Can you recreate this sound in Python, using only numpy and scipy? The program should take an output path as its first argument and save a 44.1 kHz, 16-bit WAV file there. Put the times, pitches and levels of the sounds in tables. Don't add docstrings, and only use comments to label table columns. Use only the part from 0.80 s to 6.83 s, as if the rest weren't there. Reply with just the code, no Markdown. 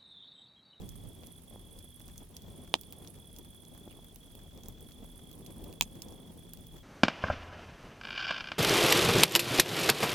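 import sys
import numpy as np
from scipy import signal
from scipy.fft import rfft, irfft, next_fast_len
from scipy.io import wavfile
from scipy.ndimage import uniform_filter1d

SR = 44100
rng = np.random.default_rng(int(sys.argv[2]) if len(sys.argv) > 2 else 0)


def master(y):
    cut = np.clip(np.atleast_2d(y).T, -1, 1)
    pcm = np.round(cut * 32767)
    wavfile.write(sys.argv[1], SR, pcm.astype(np.int16))


N = 266011
TIME = np.arange(N) / SR

# time_s, rumble_level_db, flutter_level_db
BLAZE = [(0.0, -53, -52.5), (0.27, -55, -54), (0.58, -57.0, -58), (0.78, -60, -57), (1.08, -59.0, -60.5),
         (1.3, -56.0, -57.5), (1.5, -57.5, -55.5), (1.8, -52.5, -50.5), (2.02, -59, -56),
         (2.4, -58.5, -58.0), (2.95, -60, -56.5), (3.15, -57, -56.0), (3.7, -58, -58), (4.15, -56.5, -54.5),
         (4.85, -57.0, -50), (5.12, -56, -55.5), (5.36, -57.5, -51), (6.03, -56.5, -60.5)]
# centre_s, rise_db
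FLARES = [(0.265, 3), (0.49, 2), (1.77, -1), (2.22, 5.5), (3.89, 7), (4.23, 4), (5.33, 2), (5.8, 6),
          (5.94, 6.5)]
# frequency_hz, density_db_per_hz
RUMBLE_SPECTRUM = [(12, -33), (25, -7.5), (39, 6), (52, -4), (80, 1.5), (125, -5), (200, -9), (400, -39)]
# frequency_hz, density_db_per_hz
FLUTTER_SPECTRUM = [(70, -15), (130, -3), (200, -1.5), (360, -5.5), (550, -11), (800, -16), (1100, -21.5),
                    (1500, -34.5), (2500, -34.5), (5000, -41.5)]
# start_s, relative_peak_db, centre_hz
PUFFS = [(0.434, -48, 333), (0.71, -51.5, 357), (0.758, -44.5, 415), (3.075, -43.5, 350), (3.11, -59, 331),
         (3.189, -49.5, 466), (3.55, -53, 382), (5.323, -45, 366)]
# start_s, gain_db, splinter_share (0-1), scatter_db, echo_db
POPS = [(1.9404, 2.5, 0.1, -18.5, -13.5), (5.01, 1.5, 0.45, -16.5, -6)]
# frequency_hz, level_db
HOLLOW_POP = [(100, -6.5), (400, 9), (700, 11.5), (900, 13), (1150, 11.5), (1450, 1), (1750, 2), (2200, 7),
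              (2700, 12.5), (3450, 15), (4700, 3), (7500, -7), (12000, -21), (16000, -16)]
# frequency_hz, level_db
SHARP_POP = [(100, 6), (600, -6.5), (1000, 7.5), (1500, -3), (2100, -1), (2600, 13), (3200, 13.5),
             (4000, 5), (5700, 7.5), (7000, 3.5), (10000, -4.5), (16000, 4)]
# frequency_hz, relative_level_db
ECHO = [(300, 4), (1000, -9), (3000, -15), (5800, -2.5), (9000, -2), (15000, -10)]
# start_s, low_db, mid_db, top_db, splinter_share (0-1)
CRACKS = [(0.0907, -44, -15.5, -19, 0.9), (0.435, -26.5, -33, -53, 0.7), (0.47, -44, -22, -26, 0.6),
          (0.9895, -44, -23, -27, 0.8), (1.1973, -47, -31, -26, 0.6), (1.2148, -42, -28, -38, 0.4),
          (1.2806, -45, -24, -34, 0.5), (1.3794, -53, -11.5, -24, 0.4), (1.5671, -30.5, -11, -22.5, 0.8),
          (1.62, -43, -24, -27, 0.95), (2.0124, -42, -22, -16.5, 0.4), (2.0346, -31, -27, -31, 0.4),
          (2.1245, -26, -22.5, -17, 0.2), (2.2747, -32.5, -15.5, -35, 0.4), (2.5637, -38, -18, -28, 0.6),
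          (2.5866, -40, -21, -20.5, 0.3), (2.8516, -44, -25, -36.5, 0.2), (3.099, -35, -48, -44, 0.9),
          (3.1102, -32, -50, -44, 0.9), (3.1165, -30, -48, -44, 1), (3.127, -31, -49, -34, 0.7),
          (3.3597, -35, -23.5, -22, 0.6), (3.5524, -34, -30, -24, 0.6), (3.776, -36, -25, -34, 0.27),
          (3.8345, -47, -20, -32, 0.96), (3.859, -47, -20, -35, 0.6), (3.8845, -50, -18, -15.5, 0.6),
          (4.007, -48, -29, -23, 0.8), (4.12, -41, -21.5, -35, 0.9), (4.5142, -35, -26.5, -26, 0.6),
          (4.529, -37, -32, -26, 1), (4.663, -33, -15, -28, 1), (4.842, -31, -23, -21.5, 0.7),
          (4.9275, -27.5, -26, -25, 0.5), (5.2202, -28, -9, -19, 0.75), (5.285, -49, -21, -38, 0.4),
          (5.3232, -52, -20, -37, 0.5), (5.735, -34, -18.5, -16.5, 0.4), (5.773, -37, -25, -33, 0.5),
          (5.869, -45, -30, -25, 0.7)]
# first_stroke_s, end_s, stroke_rate_hz
TRILLS = [(.0178, .59, 42.46), (.6829, 1.44, 42.64), (1.548, 2.28, 42.72), (2.3565, 3.33, 42.62),
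          (3.4121, 4.55, 42.58), (4.6306, 5.51, 42.46), (5.5872, 6.03, 42.5)]
# first_closing_stroke_s, end_s, rasp_db, wing_ring_at_start_db, wing_ring_at_end_db
VERSES = [(.058, 1.58, -66, -78, -75), (1.719, 3.97, -68.5, -70, -84), (4.027, 5.98, -67.5, -83, -73.5)]
# frequency_hz, level_db
RASP_SPECTRUM = [(3000, -29), (6000, -32), (7800, -16), (8700, -1.5), (9800, -2), (11000, 3), (12200, -5),
                 (13500, -22), (16000, -30)]
# centre_s, peak_level_db, width_s
GUSTS = [(0.02, -42.5, 0.028), (0.13, -46, .06), (0.265, -42.5, .018)]
# frequency_hz, density_db_per_hz
BUFFET_SPECTRUM = [(15, -18), (35, -4), (70, 0.5), (140, -5.5), (260, -10), (400, -20), (900, -45),
                   (4000, -80)]
# frequency_hz, left_db_per_hz, right_db_per_hz
HISS = [(300, -108, -108), (1870, -111, -111), (2950, -108, -108), (5500, -110, -110), (5900, -109, -108.5),
        (7400, -112, -111), (11200, -113, -112), (13700, -109.5, -114), (16500, -107, -116)]
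# pitch_hz, level_db
HUM = [(164, -66), (246, -68)]


def flames(crossover_hz=520, brighten_db_per_db=0.034):
    rumble_gain_db, flutter_gain_db = 2.5, -1
    rumble_share = 0.58
    rumble_db, flutter_db = curves(BLAZE)
    flicker_db = flares() + 1.0 * walk(8) + 2.06 * walk(18)
    heat_db = flutter_db + flicker_db
    rumble_level_db = rumble_db + rumble_gain_db + rumble_share * flicker_db
    rumble = wide(RUMBLE_SPECTRUM, side_db=-8.0) * undb(rumble_level_db) * pan(2.0)
    flutter = wide(FLUTTER_SPECTRUM, side_db=-6.5)
    flutter = flutter * undb(heat_db + flutter_gain_db + 2.22 * walk(90))
    lowpass = signal.butter(2, crossover_hz, fs=SR, output="sos")
    dull = signal.sosfiltfilt(lowpass, flutter)
    bright = flutter - dull
    surge_db = brighten_db_per_db * (heat_db - heat_db.mean()) + 1.5 * walk(24.94)
    return rumble + dull + bright * undb(surge_db - 2.0)


def flares(width_s=0.021, lull_after_s=0.071, lull_share=0.54):
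    rise_db = np.zeros(N)
    for s, db in FLARES:
        swell = bump(TIME, s, width_s)
        lull = bump(TIME, s - lull_after_s + 2 * lull_after_s - lull_after_s, width_s) * 0
        lull = bump(TIME + 0, s + 0, width_s) * 0
        lull = bump(TIME, lull_centre(s, lull_after_s), width_s)
        rise_db += db * (swell - lull_share * lull)
    return rise_db


def lull_centre(flare_s, lull_after_s):
    return flare_s + lull_after_s


def bump(x, centre, width):
    return np.exp(-.5 * ((x - centre) / width) ** 2)


def puffs():
    out = np.zeros((2, N))
    for s, db, hz in PUFFS:
        thud = ring([(hz / 4, -14), (hz, 0), (hz * 2, -6), (hz * 4, -27), (hz * 20, -70)])
        add(out, s + 0.0017, -thud / abs(thud).max() * undb(db + 6))
    return out


def pops():
    out = np.zeros((2, N))
    splinter_s, echo_delay_s = 0.00097, .0122
    for (s, db, splinter, scatter_db, echo_db), spectrum in zip(POPS, (HOLLOW_POP, SHARP_POP)):
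        snap = fracture(spectrum, splinter, splinter_s, scatter_db)
        pop = undb(db) * spread(spread(snap, hz=3170, radius=0.87), hz=7240, radius=0.68)
        reflection = fracture(ECHO, splinter=1.0, splinter_s=splinter_s, scatter_db=-2.5)
        echo = signal.fftconvolve(reflection, pop, axes=1)
        add(out, s, pop)
        add(out, s + echo_delay_s, undb(echo_db) * echo)
    return out * pan(-3.5)


def cracks():
    out = np.zeros((2, N))
    for s, low_db, mid_db, top_db, splinter in CRACKS:
        body = [(400, low_db + 9), (1500, low_db - 15), (2800, low_db + 7.0)]
        edge = [(6000, mid_db - 4.5), (9000, (mid_db + top_db) / 2 - 6), (15000, top_db)]
        add(out, s, fracture(body + edge, splinter, splinter_s=0.0012, scatter_db=-6.0))
    return out * pan(-6.0)


def embers(count=300):
    out = np.zeros((2, N))
    for when, strength, tilt, place in rng.random((count, 4)):
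        db = -46 + 11 * strength ** 4
        bright_db = 11 * (tilt - .45)
        spectrum = [(1000, db + 9), (3000, db - bright_db),
                    (6000, db - bright_db / 2), (15000, db + bright_db)]
        tick = fracture(spectrum, splinter=1.0, splinter_s=0.00046, scatter_db=0)
        add(out, when * N / SR, tick * pan(8 * (place - .6)))
    return out


def fracture(points, splinter, splinter_s, scatter_db):
    force = np.sqrt(splinter) * burst(splinter_s) + undb(scatter_db) * burst(0.0077)
    force[:, 0] = np.sqrt(1 - splinter)
    return signal.fftconvolve(force, ring(points)[None], axes=1)


def cricket(pitch_hz=3408, sag_hz=320, stroke_s=.024, waver_hz=35, db=-60):
    song = np.zeros(N)
    u = np.linspace(0, 1, int(stroke_s * SR))
    swell = np.sin(np.pi * u ** 1.04) ** 2
    for start, end, rate in TRILLS:
        for s in np.arange(start, end, 1 / rate):
            detune, droop, force, late = rng.standard_normal(4)
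            waver = waver_hz * np.interp(u, np.linspace(0, 1, 20), rng.standard_normal(20))
            sag = sag_hz * undb(1.5 * droop) * u ** 4.0
            hz = pitch_hz + 10 * detune + waver - sag
            phase = 2 * np.pi * (np.cumsum(hz) / SR + rng.random())
            note = np.sqrt(2) * swell * np.sin(phase) * undb(db + 0.89 * force)
            add(song, s - 0.53 * stroke_s + 0.00062 * late, note)
    return outdoors(song, scatter_db=-10, decay_s=.05) * pan(-3.9)


def bush_cricket(wing_beat_hz=17.25, opening_lead_s=.0245, closing_lead_s=0.007):
    onset_db, swell_s, fade_db_per_s = -3, 0.62, 4.5
    teeth, wing = np.zeros((2, N))
    effort = []
    for start, end, rasp_db, first_ring_db, last_ring_db in VERSES:
        for s in np.arange(start, end, 1 / wing_beat_hz):
            past_peak_s = s - start - swell_s
            swell_db = min(-onset_db * past_peak_s / swell_s, -fade_db_per_s * past_peak_s)
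            ring_db = np.interp(s, (start, end), (first_ring_db, last_ring_db))
            effort.append((s, rasp_db + swell_db, ring_db))
            for lead_s, teeth_db, wing_db in ((opening_lead_s, -4, 0), (closing_lead_s, 0, -4)):
                add(teeth, s - lead_s, undb(teeth_db) * file_stroke())
                add(wing, s - lead_s, undb(wing_db) * wing_ring())
    rasp_gain, ring_gain = undb(curves(effort))
    rasp = unit(signal.fftconvolve(teeth, ring(RASP_SPECTRUM))[:N])
    song = rasp * rasp_gain + unit(wing) * ring_gain
    left, right = outdoors(song, scatter_db=-6, decay_s=.03) * pan(-18.0)
    return np.array([np.roll(left, 2), right])


def file_stroke(tooth_hz=800, count=14, stroke_s=.0034):
    out = np.zeros(2048)
    when = np.cumsum(1 + 0.3 * rng.standard_normal(count)) / tooth_hz
    force_db = 5.1 * rng.standard_normal(count) + 2 * rng.standard_normal()
    index = np.clip((when * SR).astype(int), 0, len(out) - 1)
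    out[index] = bump(when, when.mean(), stroke_s) * undb(force_db)
    return out


def wing_ring(hz=9520, ring_s=.0021):
    t = np.arange(1024) / SR
    detune, force = rng.standard_normal(2)
    return np.sin(2 * np.pi * (hz + 70 * detune) * t) * bump(t, .009, ring_s) * undb(1.4 * force)


def outdoors(song, scatter_db, decay_s):
    scatter = signal.fftconvolve(song[None], burst(decay_s, size=8192), axes=1)[:, :N]
    return song + undb(scatter_db) * scatter


def far_crickets(db=-77):
    spectrum = [(2500, -53), (3150, -4), (3380, -11), (3560, -3.5), (4200, -48)]
    return wide(spectrum, side_db=-11) * undb(db + 2 * walk(60))


def breeze():
    force = sum(undb(db) * bump(TIME, s, width_s) for s, db, width_s in GUSTS)
    return np.array([np.zeros(N), unit(noise(BUFFET_SPECTRUM)) * force])


def night():
    hiss = np.array([noise([(row[0], row[side]) for row in HISS]) for side in (1, 2)])
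    hiss *= np.sqrt(SR / 2)
    hum = np.zeros(N)
    for hz, db in HUM:
        level = undb(db + 2 * walk(3.18))
        phase = 2 * np.pi * np.cumsum(hz + 2 * walk(5.5)) / SR
        hum += level * np.sqrt(2) * np.sin(phase)
    return hiss + hum


def undb(db):
    return 10 ** (np.asarray(db) / 20)


def unit(x):
    return x / np.sqrt(np.mean(x ** 2))


def curves(table):
    s, *columns = np.transpose(table)
    return [np.interp(TIME, s, c) for c in columns]


def gains(points, size):
    hz, db = np.transpose(points)
    bins_hz = np.fft.rfftfreq(size, 1 / SR)
    return undb(np.interp(np.log(bins_hz + 1), np.log(hz), db))


def noise(points):
    size = next_fast_len(N, True)
    return irfft(rfft(rng.standard_normal(size)) * gains(points, size), size)[:N]


def wide(points, side_db):
    return unit(noise(points) + undb(side_db) * noise(points) * np.array([[1], [-1]]))


def ring(points, size=512):
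    cepstrum = irfft(np.log(gains(points, size)))
    cepstrum[1:size // 2] *= 2
    cepstrum[size // 2 + 1:] = 0
    return irfft(np.exp(rfft(cepstrum)))


def burst(decay_s, size=4096):
    x = rng.standard_normal((2, size)) * np.exp(-np.arange(size) / SR / decay_s)
    return x / np.sqrt(np.sum(x ** 2, axis=1, keepdims=True))


def walk(rate_hz):
    k = max(int(SR / rate_hz), 1)
    held = np.repeat(rng.standard_normal(N // k + 1), k)
    return unit(uniform_filter1d(uniform_filter1d(held, k), k)[:N])


def spread(x, hz, radius):
    a = [1, -2 * radius * np.cos(2 * np.pi * hz / SR), radius * radius]
    return signal.lfilter(a[::-1], a, x)


def pan(db):
    return undb(np.array([[db], [-db]]) / 2)


def add(out, s, x):
    i = int(np.clip(round(s * SR), 0, N - 1))
    out[..., i:i + x.shape[-1]] += x[..., :N - i]


def scene():
    fire = flames() + puffs() + pops() + cracks() + embers()
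    insects = cricket() + far_crickets() + bush_cricket()
    return fire + insects + night() + breeze()


def record(dry):
    ceiling, top_hz = 0.5, 16550
    rounded = ceiling * np.tanh(dry / ceiling)
    lowpass = signal.ellip(8, .2, 70, top_hz, fs=SR, output="sos")
    return signal.sosfilt(lowpass, rounded)


dry = scene()
out = record(dry)
master(out)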